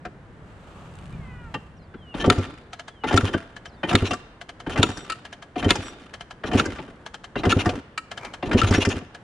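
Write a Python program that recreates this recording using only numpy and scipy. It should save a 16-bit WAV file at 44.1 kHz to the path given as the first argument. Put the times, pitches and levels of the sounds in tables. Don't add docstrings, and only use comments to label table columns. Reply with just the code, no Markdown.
import sys
import numpy as np
from scipy import signal
from scipy.fft import rfft, irfft, next_fast_len
from scipy.io import wavfile
from scipy.ndimage import map_coordinates

SR = 44100
rng = np.random.default_rng(int(sys.argv[2]) if len(sys.argv) > 2 else 0)


def file_out(sig):
    cols = np.atleast_2d(sig).T
    lim = np.clip(cols, -1, 1)
    pcm = np.round(lim * 32767).astype(np.int16)
    wavfile.write(sys.argv[1], SR, pcm)


N = 407250
SIZE = 8192
T = np.arange(SIZE) / SR
TOP_HZ = 15700


# [t/s, body level/dB, sleeve level/dB]
SETTLE = [(0.0, -50, -90), (0.37, -50.5, -65), (0.51, -47.5, -54), (0.81, -48, -47), (1.22, -40, -51.5),
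          (1.42, -44.5, -55.5), (1.61, -49, -51), (1.72, -49, -64), (1.94, -51, -79), (2.1, -48, -60)]
# [f/Hz, level/dB]
SLEEVE_TONE = [(180, -27), (300, -7.5), (1050, -10), (1220, -6), (1910, -20.5), (2800, -17), (5250, -32.5),
               (7850, -30), (14000, -51.5)]
BODY_TONE = [(12, -43), (20, -12), (54, -0.5), (123, -5), (156, -1), (203, -7.5), (400, -36.5), (520, -66),
             (880, -120)]
AIR_TONE = [(25, -10.5), (70, -6), (160, -8), (450, -14), (1170, -20.5), (1700, -21), (2500, -31.5),
            (3400, -35.5), (5000, -44.5), (10000, -49), (11500, -80.5), (15000, -81.5)]
# [f/Hz, correlation]
ALIKE = [(25, .6), (70, 0.93), (350, 1), (700, 0.9), (2500, 0.79), (5000, 0.69), (9000, 0.092)]
ALIKE_AIR = [(60, 0.96), (180, 0.98), (550, 0.97), (1650, 0.3), (4970, 0.35), (15000, -0.0)]

# [t/s, level/dB, thud level/dB, treble level/dB]
KNOCKS = [(0.053, -20, -8.5, -29), (1.543, -15, -7.5, -28.5), (1.942, -32.5, 5, -44), (2.245, -11, -9, -43),
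          (2.36, -26.5, 5, -26), (2.385, -23, 6, -18), (3.165, -14.5, -14, -11), (3.339, -11.5, 0, -30.5),
          (4.11, -11, -10, -22), (4.134, -14, -20, -18.5), (4.89, -23, -3, -18), (4.973, -26.5, -17, -10),
          (5.756, -16, -11, -14), (6.657, -18, -2.5, -15), (6.76, -27, -9, -24),
          (6.787, -21.5, -4.5, -42.5), (6.879, -37, 6, -45), (7.659, -9, -3, -23.5),
          (7.693, -12.5, -31, -23.5), (8.709, -16.5, -12, -13.5), (8.739, -12, -3, -17),
          (8.852, -11.5, -19, -14), (8.89, -32, -27, 0), (8.928, -28.5, -1, -23), (9.012, -31.5, 3, -38)]
# [lead before first puff/s, level/dB, thud level/dB, treble level/dB]
COMPRESSION = [(0.033, -13, -6.5, -33), (0.016, -13, -2.5, -24)]
ENGAGE_TREBLE_DB = -41
# [f/Hz, level/dB]
GEAR_TONE = [(550, 9.5), (800, 1.5), (1400, 0.5), (2400, -6.5), (3100, -5.5), (3900, -9.5), (4800, -19)]
THUD_TONE = [(60, -24.5), (130, -6.5), (260, -2), (400, -4.5), (600, -17.5), (900, -35)]
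TREBLE_TONE = [(3500, -15.5), (4800, 8), (7500, 0), (10200, -12.5), (11500, -36), (15000, -24)]
# [f/Hz, width/Hz, level/dB]
CASES = [(725, 51, 9.5), (865, 143, 6.5), (1178, 85, 10.5), (1347, 62, 5), (1570, 360, 5), (1830, 94, 8),
         (2043, 66, 9), (2425, 160, 7), (2755, 100, 7.5), (3096, 130, 7.5), (3646, 130, 2.5)]
SMALL_PARTS = [(4880, 200, 0.5), (5870, 250, 1.5), (7350, 280, 4), (9200, 180, 11.5)]

# (start t/s, end t/s, level/dB)
CREAK = (0.94, 1.125, -58.5)
# [f/Hz, level/dB]
RUBBER_TONE = [(1500, -7), (2800, 3), (4200, -7), (5500, -14), (8500, -7), (10500, -14), (12000, -38)]
# [t/s, pitch f/Hz, strongest partial f/Hz, level/dB]
SQUEAL = [(1.11, 563, 2300, -75), (1.135, 610, 2430, -51), (1.17, 583, 2330, -64), (1.23, 530, 2090, -54),
          (1.33, 495, 1860, -50), (1.43, 482, 1490, -48.5), (1.49, 444, 1340, -51.5),
          (1.53, 437, 1300, -64)]
# [t/s, level/dB]
PHRASES = [(1.77, -59.5), (2.72, -61.5), (3.675, -59)]
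# [t into the phrase/s, f/Hz, level/dB]
NOTES = [
    [(0, 5950, -3), (.012, 5560, -5), (.03, 4280, -6), (.07, 4000, 0), (.085, 3970, -25)],
    [(.05, 5200, -16), (.075, 4600, -7), (.105, 4150, -14)],
    [(.09, 3760, -17), (.11, 3600, -7.5), (.22, 3340, -0.5), (.3, 2910, 5.5), (.34, 2880, 9.5),
     (.365, 2760, 14)],
]

# [gear engages t/s, clank level/dB, thud level/dB, compression level/dB,
# rumble level/dB, whirr level/dB, first gasp lag/s, first gasp level/dB]
KICKS = [(2.143, -21.5, 3, 0, -34, -32, 0.05, -25), (3.039, -11.5, -4.5, 2, -35.5, -32.5, 0.029, -23),
         (3.834, -11.5, -6, 2, -36, -33, 0.048, -22.5), (4.666, -20, 1, -1.5, -35.5, -29.5, 0.045, -32),
         (5.56, -15, -2, -1.5, -35.5, -31, 0.015, -30), (6.438, -16.5, -3.5, -2, -34, -31, 0.016, -32.5),
         (7.358, -14, -3, 1.5, -34, -31.5, 0.014, -33), (8.428, -14.5, -9, 1, -32.5, -29.5, 0.018, -36.5)]
# [f/Hz, level/dB]
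RUMBLE_TONE = [(40, 0), (100, -5.5), (170, -8.5), (265, 0), (390, -5), (550, -12), (720, -12.5),
               (1100, -19.5), (2500, -44.5)]
WHIRR_TONE = [(500, -0.5), (800, -2), (1400, 4.5), (2000, -1), (3200, -1), (4500, -8), (7500, -14),
              (10200, -18.5), (11500, -34), (15000, -41.5)]
# (rise from engagement to stop/dB, sag from stop to stall/dB)
RUMBLE_SWING = (4.8, 7.4)
WHIRR_SWING = (15.2, 8)
BITE_S = 0.008
EBB_LEAD_S, EBB_S, EBB_DB = 0.053, 0.026, 4.5

GASP_LAG_S, GASP_S = 0.022, 0.028
# [f/Hz, level/dB]
INTAKE_TONE = [(500, -9), (1000, -5), (1700, -14.5), (1980, -17), (2500, -2), (3000, -5), (4200, -11.5),
               (4900, -21), (5800, -15), (8200, -31), (10000, -23.5), (11500, -52.5), (15000, -47.5)]
# [f/Hz, width/Hz, level/dB]
TRACT = [(1106, 52, 2.5), (1424, 110, 10.5), (1760, 110, 14.5), (2110, 88, 11), (2793, 150, 5),
         (3110, 110, 4), (3950, 300, 1.5), (5600, 48, 4), (6620, 130, 9.5), (7200, 110, 10.5),
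         (10220, 320, 0.5)]

# [puff t/s, boom level/dB, bark level/dB, following gasp level/dB]
PUFFS = [(2.276, -21, -15, -32), (2.382, -22, -28, -41.5), (3.144, -19, -17.5, -33), (3.234, -22, -27, -29),
         (3.945, -21, -17, -31), (4.024, -23, -25, -25), (4.793, -21.5, -17.5, -24),
         (5.661, -21.5, -18.5, -18.5), (6.549, -22, -17.5, -19), (7.469, -22, -17.5, -16.5),
         (7.564, -21.5, -20.5, -21.5), (7.668, -25, -22.5, -44), (8.548, -21.5, -15, -19),
         (8.638, -18.5, -33, -25.5), (8.709, -18.5, -18.7, -18.5), (8.779, -24, -18.5, -19),
         (8.872, -24, -20.5, -24.5)]
# [t/s, boom level/dB, bark level/dB, run-down t60/s]
STALLS = [(2.425, -52, -49, 0.56), (3.347, -31.5, -31, 0.48), (4.116, -36, -31, 0.32),
          (4.89, -34, -35, 1.15), (5.788, -35.4, -36.5, 1.0), (6.681, -36, -31.5, 0.88),
          (7.776, -52, -36, 0.12), (8.965, -35, -30, 0.23)]
# [f/Hz, level/dB, t60/s]
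CHAMBER = [(48, -37.5, 0.043), (95.2, -5.5, 0.13)]
PIPE = [(182, -4.5, 0.027), (237, 1, 0.079), (263.8, 3, 0.092), (307, -19.5, .045), (393, 1.5, 0.081),
        (474, -7, 0.033), (501, -8, 0.11), (672, -6.5, 0.034)]

# [t/s, level/dB, thud level/dB, treble level/dB, change of main clang/dB]
STOPS = [(2.3002, 1, -1.5, 3, -0.5), (3.1748, 0, -1, -4.5, -1.5), (3.9526, -1, -12, 1.5, -6.5),
         (4.8297, 0.5, -1, -2.5, -4.5), (5.7057, 0, -2, 2, -7.5), (6.5978, -3, -1, -8, 7),
         (7.5248, -2.5, 0.5, -23, 10.5), (8.616, -3, 0.5, 0, 8)]
# [f/Hz, level/dB]
STOP_TONE = [(150, -9), (400, -14.5), (600, -8), (1500, 5), (3000, -1.5), (4500, -1), (6000, -14),
             (8000, -13), (10300, -20), (11500, -32), (15000, -35.5)]
# [f/Hz, width/Hz, level/dB]
LEVER = [(710, 67, 11.5), (969, 42, 9.5), (1218, 39, 7.5), (1349, 140, 18), (1680, 41, 4), (1840, 150, 7),
         (2220, 140, 9), (2320, 110, 3.5), (2590, 56, 10), (2960, 100, 7), (3580, 530, 13.5),
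         (4250, 120, 6), (5110, 320, -9.5), (7060, 190, 15), (9020, 740, 7)]
CLATTER_PER_S = 30
CLATTER_DB, CLATTER_SPREAD_DB = 4, 21.5
CLATTER_THUD_DB, CLATTER_TREBLE_DB = -9.5, -14.5
RATTLE_ON, RATTLE_FADE_DB = 0.28, 23

# [first tick t/s, first gap/s, gap ratio, ticks, level/dB]
RETURNS = [(2.732, 0.064, 1.33, 3, -24), (3.565, 0.092, 1.2, 2, -26.5), (4.414, 0.078, 1.41, 3, -25.5),
           (5.252, 0.076, 1.27, 3, -26.5), (6.139, 0.07, 1.43, 3, -24.5), (7.063, 0.08, 1.24, 3, -24),
           (8.115, 0.061, 1.206, 4, -21.5), (9.148, 0.069, 1.3, 1, -27.5)]
TOOTH_DB = [1, 1, -1.3, -1.5]
# [f/Hz, level/dB]
PAWL_TONE = [(400, -7), (720, 2), (1020, -0.5), (1500, -0.5), (2000, -4), (3000, -4), (4600, -9.5),
             (7000, -15), (10000, -23), (11500, -42.5), (15000, -44)]
# [f/Hz, width/Hz, level/dB]
WHEEL = [(700, 63, 8.5), (1295, 77, 7), (1673, 110, 12.5), (2090, 68.5, 6), (3110, 230, 9),
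         (4140, 130, 3.5), (6220, 150, 4), (8900, 300, 1)]
# [t/s, level/dB]
CLINKS = [(5.099, -16), (5.12, -18), (7.977, -15.5)]
# [f/Hz, level/dB]
CLINK_TONE = [(400, -9), (800, -8.5), (1500, 0.5), (2000, -13.5), (2800, -0.5), (3400, -11), (4500, -3.5),
              (5600, -19), (7000, -16.5), (9800, -28.5), (13000, -46.5)]
# [f/Hz, width/Hz, level/dB]
CLINK_RING = [(1300, 76, 15.5), (1860, 110, 13), (2310, 220, 11.5), (4620, 250, -1.5), (7500, 170, 5.5),
              (7700, 130, 9), (9140, 400, 15.5)]

# [t/s, level/dB]
AFTER_RINGS = [(3.35, -40.5), (5.8, -46.5), (6.8, -56)]
# [f/Hz, level/dB, t60/s]
LOOSE_METAL = [(670, 2, 0.46), (1610, -5, 0.52)]
# [t/s, width at half height/s, level/dB]
SINGS = [(4.07, .09, -52), (4.879, 0.17, -54), (5.816, 0.085, -49)]
# [f/Hz, level/dB]
SPRING = [(5730, 5.5), (7700, 2.5), (10420, -7)]
# [t/s, level/dB]
SCRAPE = [(8.16, -60), (8.19, -48), (8.24, -37), (8.31, -48), (8.39, -57)]
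# [f/Hz, level/dB]
SOLE_TONE = [(300, 5), (900, 10.5), (1900, -1.5), (2350, 10), (2700, -13), (6000, -14), (10000, -27)]
# [f/Hz, t60/s]
YARD = [(100, 0.25), (400, 0.32), (1500, 0.98), (4000, 0.85), (10000, 0.19)]


def amp(db):
    return 10 ** (np.asarray(db) / 20)


def unit(x):
    return x / np.sqrt(np.mean(x ** 2) + 1e-20)


def decay(t, t60):
    return np.exp(-np.log(1000) * t / t60)


def along(points, hz):
    f, v = np.transpose(points)
    return np.interp(np.log(hz + 1), np.log(f + 1), v)


def colour(points, hz):
    below = (hz + 1) / points[0][0]
    above = points[-1][0] / (hz + 1)
    inside = np.minimum(1, np.minimum(below, above))
    return amp(along(points, hz)) * inside ** 4


def glide(rows):
    s, *cols = np.transpose(rows)
    t = np.arange(s[0], s[-1], 1 / SR)
    return [np.interp(t, s, c) for c in cols]


def add(track, s, x):
    i = max(0, round(s * SR))
    track[:, i:i + x.shape[-1]] += x[..., :max(0, N - i)]


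def gains(rows):
    levels = np.array(glide(rows))
    out = np.zeros((len(levels), N))
    add(out, rows[0][0], amp(levels))
    return out


def wobble(rate, size=N):
    knots = rng.standard_normal(int(size * rate / SR) + 4)
    return map_coordinates(knots, [np.arange(size) * rate / SR])


def swell(length, edge):
    t = np.arange(int((length + edge) * SR)) / SR
    nearest_end = np.minimum(t, length + edge - t)
    return np.sin(np.pi / 2 * np.clip(nearest_end / edge, 0, 1)) ** 2


def noise(size, spectrum=None, alike=ALIKE):
    m = next_fast_len(size)
    hz = np.fft.rfftfreq(m, 1 / SR)
    turn = np.arccos(np.clip(along(alike, hz), -1, 1)) / 2
    shape = colour(spectrum, hz) if spectrum is not None else 1
    white = rfft(rng.standard_normal((2, m)))
    mid, side = irfft(white * shape * [np.cos(turn), np.sin(turn)], m)[:, :size]
    return unit(np.array([mid + side, mid - side]))


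def resonator(spectrum, peaks=()):
    hz = np.fft.rfftfreq(SIZE, 1 / SR)
    peaks_db = sum(db / (1 + (2 * (hz - f) / w) ** 2) for f, w, db in peaks)
    gain = colour(spectrum, hz) * amp(peaks_db)
    cepstrum = irfft(np.log(gain + 1e-6))
    cepstrum[1:SIZE // 2] *= 2
    cepstrum[SIZE // 2 + 1:] = 0
    return np.exp(rfft(cepstrum))


def rung(x, body):
    return irfft(rfft(x, SIZE) * body)


def restruck(peaks, scatter_db):
    return [(hz, width, db + scatter_db * rng.normal()) for hz, width, db in peaks]


def blow(body, t60, rise):
    chatter = noise(SIZE) * decay(T, t60) * (1 - np.exp(-T / rise))
    return unit(rung(chatter, body)) * np.sqrt(SR / 100 / SIZE)


def ring(modes, rise, scatter_db):
    x = 0
    for hz, db, t60 in modes:
        strength = amp(db + scatter_db * rng.normal())
        mode_hz = hz * (1 + 0.015 * rng.normal())
        x = x + strength * decay(T, t60) * np.sin(2 * np.pi * mode_hz * T)
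    return unit(x * (1 - np.exp(-T / rise))) * np.sqrt(.035 * SR / SIZE)


def clanks(hits):
    out, frame, edge = np.zeros((2, N)), resonator(THUD_TONE), resonator(TREBLE_TONE, SMALL_PARTS)
    for s, db, thud_db, treble_db in hits:
        cases = resonator(GEAR_TONE, restruck(CASES, scatter_db=5.5))
        life = np.interp(thud_db, [-25, -3], [.04, .075])
        add(out, s - .003, amp(db - 10.0) * blow(cases, t60=life, rise=0.003))
        add(out, s + 0.00099, amp(db + min(thud_db, 3) - 6) * blow(frame, t60=0.082, rise=0.0046))
        add(out, s - .002, amp(db + treble_db - 3.5) * blow(edge, t60=0.048, rise=.003))
    return out


def surroundings():
    body, sleeve = gains(SETTLE)
    air = amp(-48.5 + 1.2 * wobble(5)) * noise(N, AIR_TONE, ALIKE_AIR)
    bumps = body * amp(2.0 + 1.3 * wobble(13.0)) * noise(N, BODY_TONE)
    rustle = amp(-1.5 + 0.69 * wobble(12.44) + 1.5 * wobble(120))
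    cloth = sleeve * rustle * noise(N, SLEEVE_TONE, ALIKE_AIR)
    return air + bumps + cloth


def knocks():
    hits = list(KNOCKS)
    for engage, db, thud_db, force_db, *_ in KICKS:
        first_puff = min(s for s, *_ in PUFFS if s > engage)
        hits.append((engage, db, thud_db, ENGAGE_TREBLE_DB))
        hits += [(first_puff - lead, clank_db + force_db, *tone) for lead, clank_db, *tone in COMPRESSION]
    return clanks(hits)


def glove():
    out, rubber = np.zeros((2, N)), resonator(RUBBER_TONE)
    start, end, db = CREAK
    for s in np.linspace(start, end, 14):
        slip_s = s + 0.0025 * rng.normal()
        add(out, slip_s, amp(db + 3 * rng.normal()) * blow(rubber, t60=.012, rise=0.00042))
    return out


def squeal():
    out = np.zeros((2, N))
    pitch, centre, db = glide(SQUEAL)
    phase = 2 * np.pi * np.cumsum(pitch * (1 + 0.0074 * wobble(69.4, size=len(pitch)))) / SR
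    for k in range(2, 7):
        moving_peak = 1.0 / np.hypot(1, (k * pitch - centre) / 150)
        fixed_peak = 0.12 / np.hypot(1, (k * pitch - 2550) / 130)
        weight = 1.0 / k ** 2 + moving_peak + fixed_peak
        level = amp(db + 2.1 * wobble(89, size=len(db)))
        add(out, SQUEAL[0][0], level * weight * np.sin(k * phase))
    return out


def bird():
    out = np.zeros((2, N))
    for s, db in PHRASES:
        for note in NOTES:
            hz, level = glide(note)
            phase = 2 * np.pi * np.cumsum(hz * (1 + 0.0048 * wobble(120, size=len(hz)))) / SR
            loudness = amp(db + level - 2.0 + 4 * wobble(47, size=len(hz)))
            add(out, s + note[0][0], loudness * np.sin(phase))
    return out


def spin(engage, stop, stall, t60, swing):
    t = engage + np.arange(SR) / SR
    rise_db, sag_db = swing
    level = amp(np.interp(t, [engage, stop, stall], [-rise_db, 0, -sag_db]))
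    return level * np.minimum(1, (t - engage) / BITE_S) * decay(np.maximum(0, t - stall), t60)


def gears():
    rumble, whirr, ebb = np.zeros((3, 1, N))
    for s, *_ in PUFFS + STALLS:
        add(ebb, s - EBB_LEAD_S, swell(EBB_S, edge=EBB_S / 2))
    for kick, (stop, *_), (stall, *_, t60) in zip(KICKS, STOPS, STALLS):
        engage, *_, rumble_db, whirr_db, _, _ = kick
        add(rumble, engage, amp(rumble_db) * spin(engage, stop, stall, t60, RUMBLE_SWING))
        add(whirr, engage, amp(whirr_db) * spin(engage, stop, stall, t60, WHIRR_SWING))
    low = unit(noise(N, RUMBLE_TONE) * amp(2.6 * wobble(60)))
    contacts = (rng.random(N) < 70 / SR) * rng.uniform(.3, 1, N)
    rattle = unit(signal.fftconvolve(contacts, decay(T, 0.027))[:N])
    teeth = noise(N) * (0.5 + rattle) * amp(1.7 * wobble(600))
    softened = [(hz, width, 0.81 * db) for hz, width, db in CASES + SMALL_PARTS]
    cases = irfft(resonator(WHIRR_TONE, softened))
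    high = unit(signal.fftconvolve(teeth, cases[None], axes=1)[:, :N])
    return amp(6.0) * rumble * low + amp(-1.0 - EBB_DB * ebb) * whirr * high


def intake():
    out, shape = np.zeros((2, N)), swell(GASP_S, edge=0.025)
    gasps = [(s + lag, db) for s, *_, lag, db in KICKS]
    gasps += [(s + GASP_LAG_S, db) for s, _, _, db in PUFFS]
    for s, db in gasps:
        flutter = amp(2.0 * wobble(341, size=SIZE)[:len(shape)])
        flow = shape * flutter * noise(SIZE)[:, :len(shape)]
        tract = resonator(INTAKE_TONE, restruck(TRACT, scatter_db=6.5))
        add(out, s - .006, amp(db - 4.5) * unit(rung(flow, tract)) * np.sqrt(GASP_S * SR / SIZE))
    return out


def exhaust():
    out, thud = np.zeros((2, N)), resonator(THUD_TONE)
    for s, boom_db, bark_db, _ in PUFFS + STALLS:
        add(out, s - .001, amp(boom_db + 1.5) * ring(CHAMBER, rise=0.0032, scatter_db=1.0))
        add(out, s + 0.0023, amp(bark_db - 2.0) * ring(PIPE, rise=0.0014, scatter_db=2.0))
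        add(out, s - .006, amp(bark_db - 0.5) * blow(thud, t60=0.084, rise=0.018))
    return out


def lever_stop():
    out, frame, edge = np.zeros((2, N)), resonator(THUD_TONE), resonator(TREBLE_TONE, SMALL_PARTS)
    for s, db, thud_db, treble_db, clang_db in STOPS:
        steel = resonator(STOP_TONE, list(LEVER) + [(1400, 500, clang_db)])
        add(out, s - .0005, amp(db - 12.0) * blow(steel, t60=0.025, rise=0.0007))
        add(out, s + 0.0018, amp(db + thud_db - 16.5) * blow(frame, t60=0.069, rise=0.0015))
        add(out, s, amp(db + treble_db - 33.0) * blow(edge, t60=0.021, rise=.0003))
    return out


def clatter():
    hits = []
    for (*_, whirr_db, _, _), (stop, *_), (stall, *_, t60) in zip(KICKS, STOPS, STALLS):
        slots = np.arange(1, 21)
        times = stop + (slots + rng.uniform(-.5, .5, len(slots))) / CLATTER_PER_S
        levels = whirr_db + CLATTER_DB - CLATTER_SPREAD_DB * rng.random(len(slots))
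        end = stall + RATTLE_ON * t60
        levels = levels - np.interp(times, [stop, stall, end], [0, WHIRR_SWING[1], RATTLE_FADE_DB])
        hits += [(s, db, CLATTER_THUD_DB, CLATTER_TREBLE_DB) for s, db in zip(times, levels) if s < end]
    return clanks(hits)


def ratchet():
    out, pawl, home = np.zeros((2, N)), resonator(PAWL_TONE, WHEEL), resonator(CLINK_TONE, CLINK_RING)
    for s, gap, slowing, ticks, db in RETURNS:
        for k, tooth_db in enumerate(TOOTH_DB[:round(ticks)]):
            add(out, s - .007, amp(db + tooth_db - 24.0) * blow(pawl, t60=.05, rise=.004))
            add(out, s - .001, amp(db + tooth_db - 10.5) * blow(pawl, t60=0.062, rise=0.00046))
            s += gap * slowing ** k
    for s, db in CLINKS:
        add(out, s - .001, amp(db - 8) * blow(home, t60=0.042, rise=0.0019))
    return out


def after_ring():
    out, t = np.zeros((2, N)), np.arange(SR // 2) / SR
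    for s, db in AFTER_RINGS:
        for hz, level, t60 in LOOSE_METAL:
            tone = np.sin(2 * np.pi * hz * t + .5 * wobble(40, size=len(t)))
            add(out, s, amp(db + level) * decay(t, t60) * tone)
    return out


def singing():
    out, t = np.zeros((2, N)), np.arange(SR) / SR
    for s, length, db in SINGS:
        shape = swell(length, edge=0.027)
        for hz, level in SPRING:
            flicker = amp(2.7 * wobble(50, size=SR))
            tone = flicker * np.sin(2 * np.pi * hz * t + 0.54 * wobble(168, size=SR))
            add(out, s - .01, amp(db + level - 5.5) * shape * tone[:len(shape)])
    return out


def boot():
    return gains(SCRAPE)[0] * unit(noise(N, SOLE_TONE) * amp(3.1 * wobble(200)))


def yard(x):
    hz, t, z = signal.stft(rng.standard_normal((2, SR)), SR, nperseg=256)
    balance = amp(along([(150, -16.5), (700, -6.0), (4000, -2.5), (10000, 6.5)], hz))
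    fade = decay(t, along(YARD, hz)[:, None]) * balance[:, None]
    tail = signal.istft(z * fade, SR, nperseg=256)[1]
    tail = tail / np.linalg.norm(tail[0])
    tail = np.pad(tail, ((0, 0), (int(0.02 * SR), 0)))
    return signal.fftconvolve(x.mean(axis=0)[None], tail, axes=1)[:, :N]


def scene():
    around = surroundings() + glove() + squeal() + bird()
    engine = gears() + exhaust()
    metal = knocks() + intake() + lever_stop() + clatter() + ratchet() + after_ring() + singing() + boot()
    bike = engine + metal * amp([[1], [-1]])
    return bike + amp(-16) * yard(bike) + around


def record(dry):
    x = dry / (1 + np.abs(dry) ** 8) ** (1 / 8)
    m = next_fast_len(N + SIZE)
    passband = np.fft.rfftfreq(m, 1 / SR) < TOP_HZ
    return irfft(rfft(x, m) * passband, m)[:, :N]


dry = scene()
out = record(dry)
file_out(out)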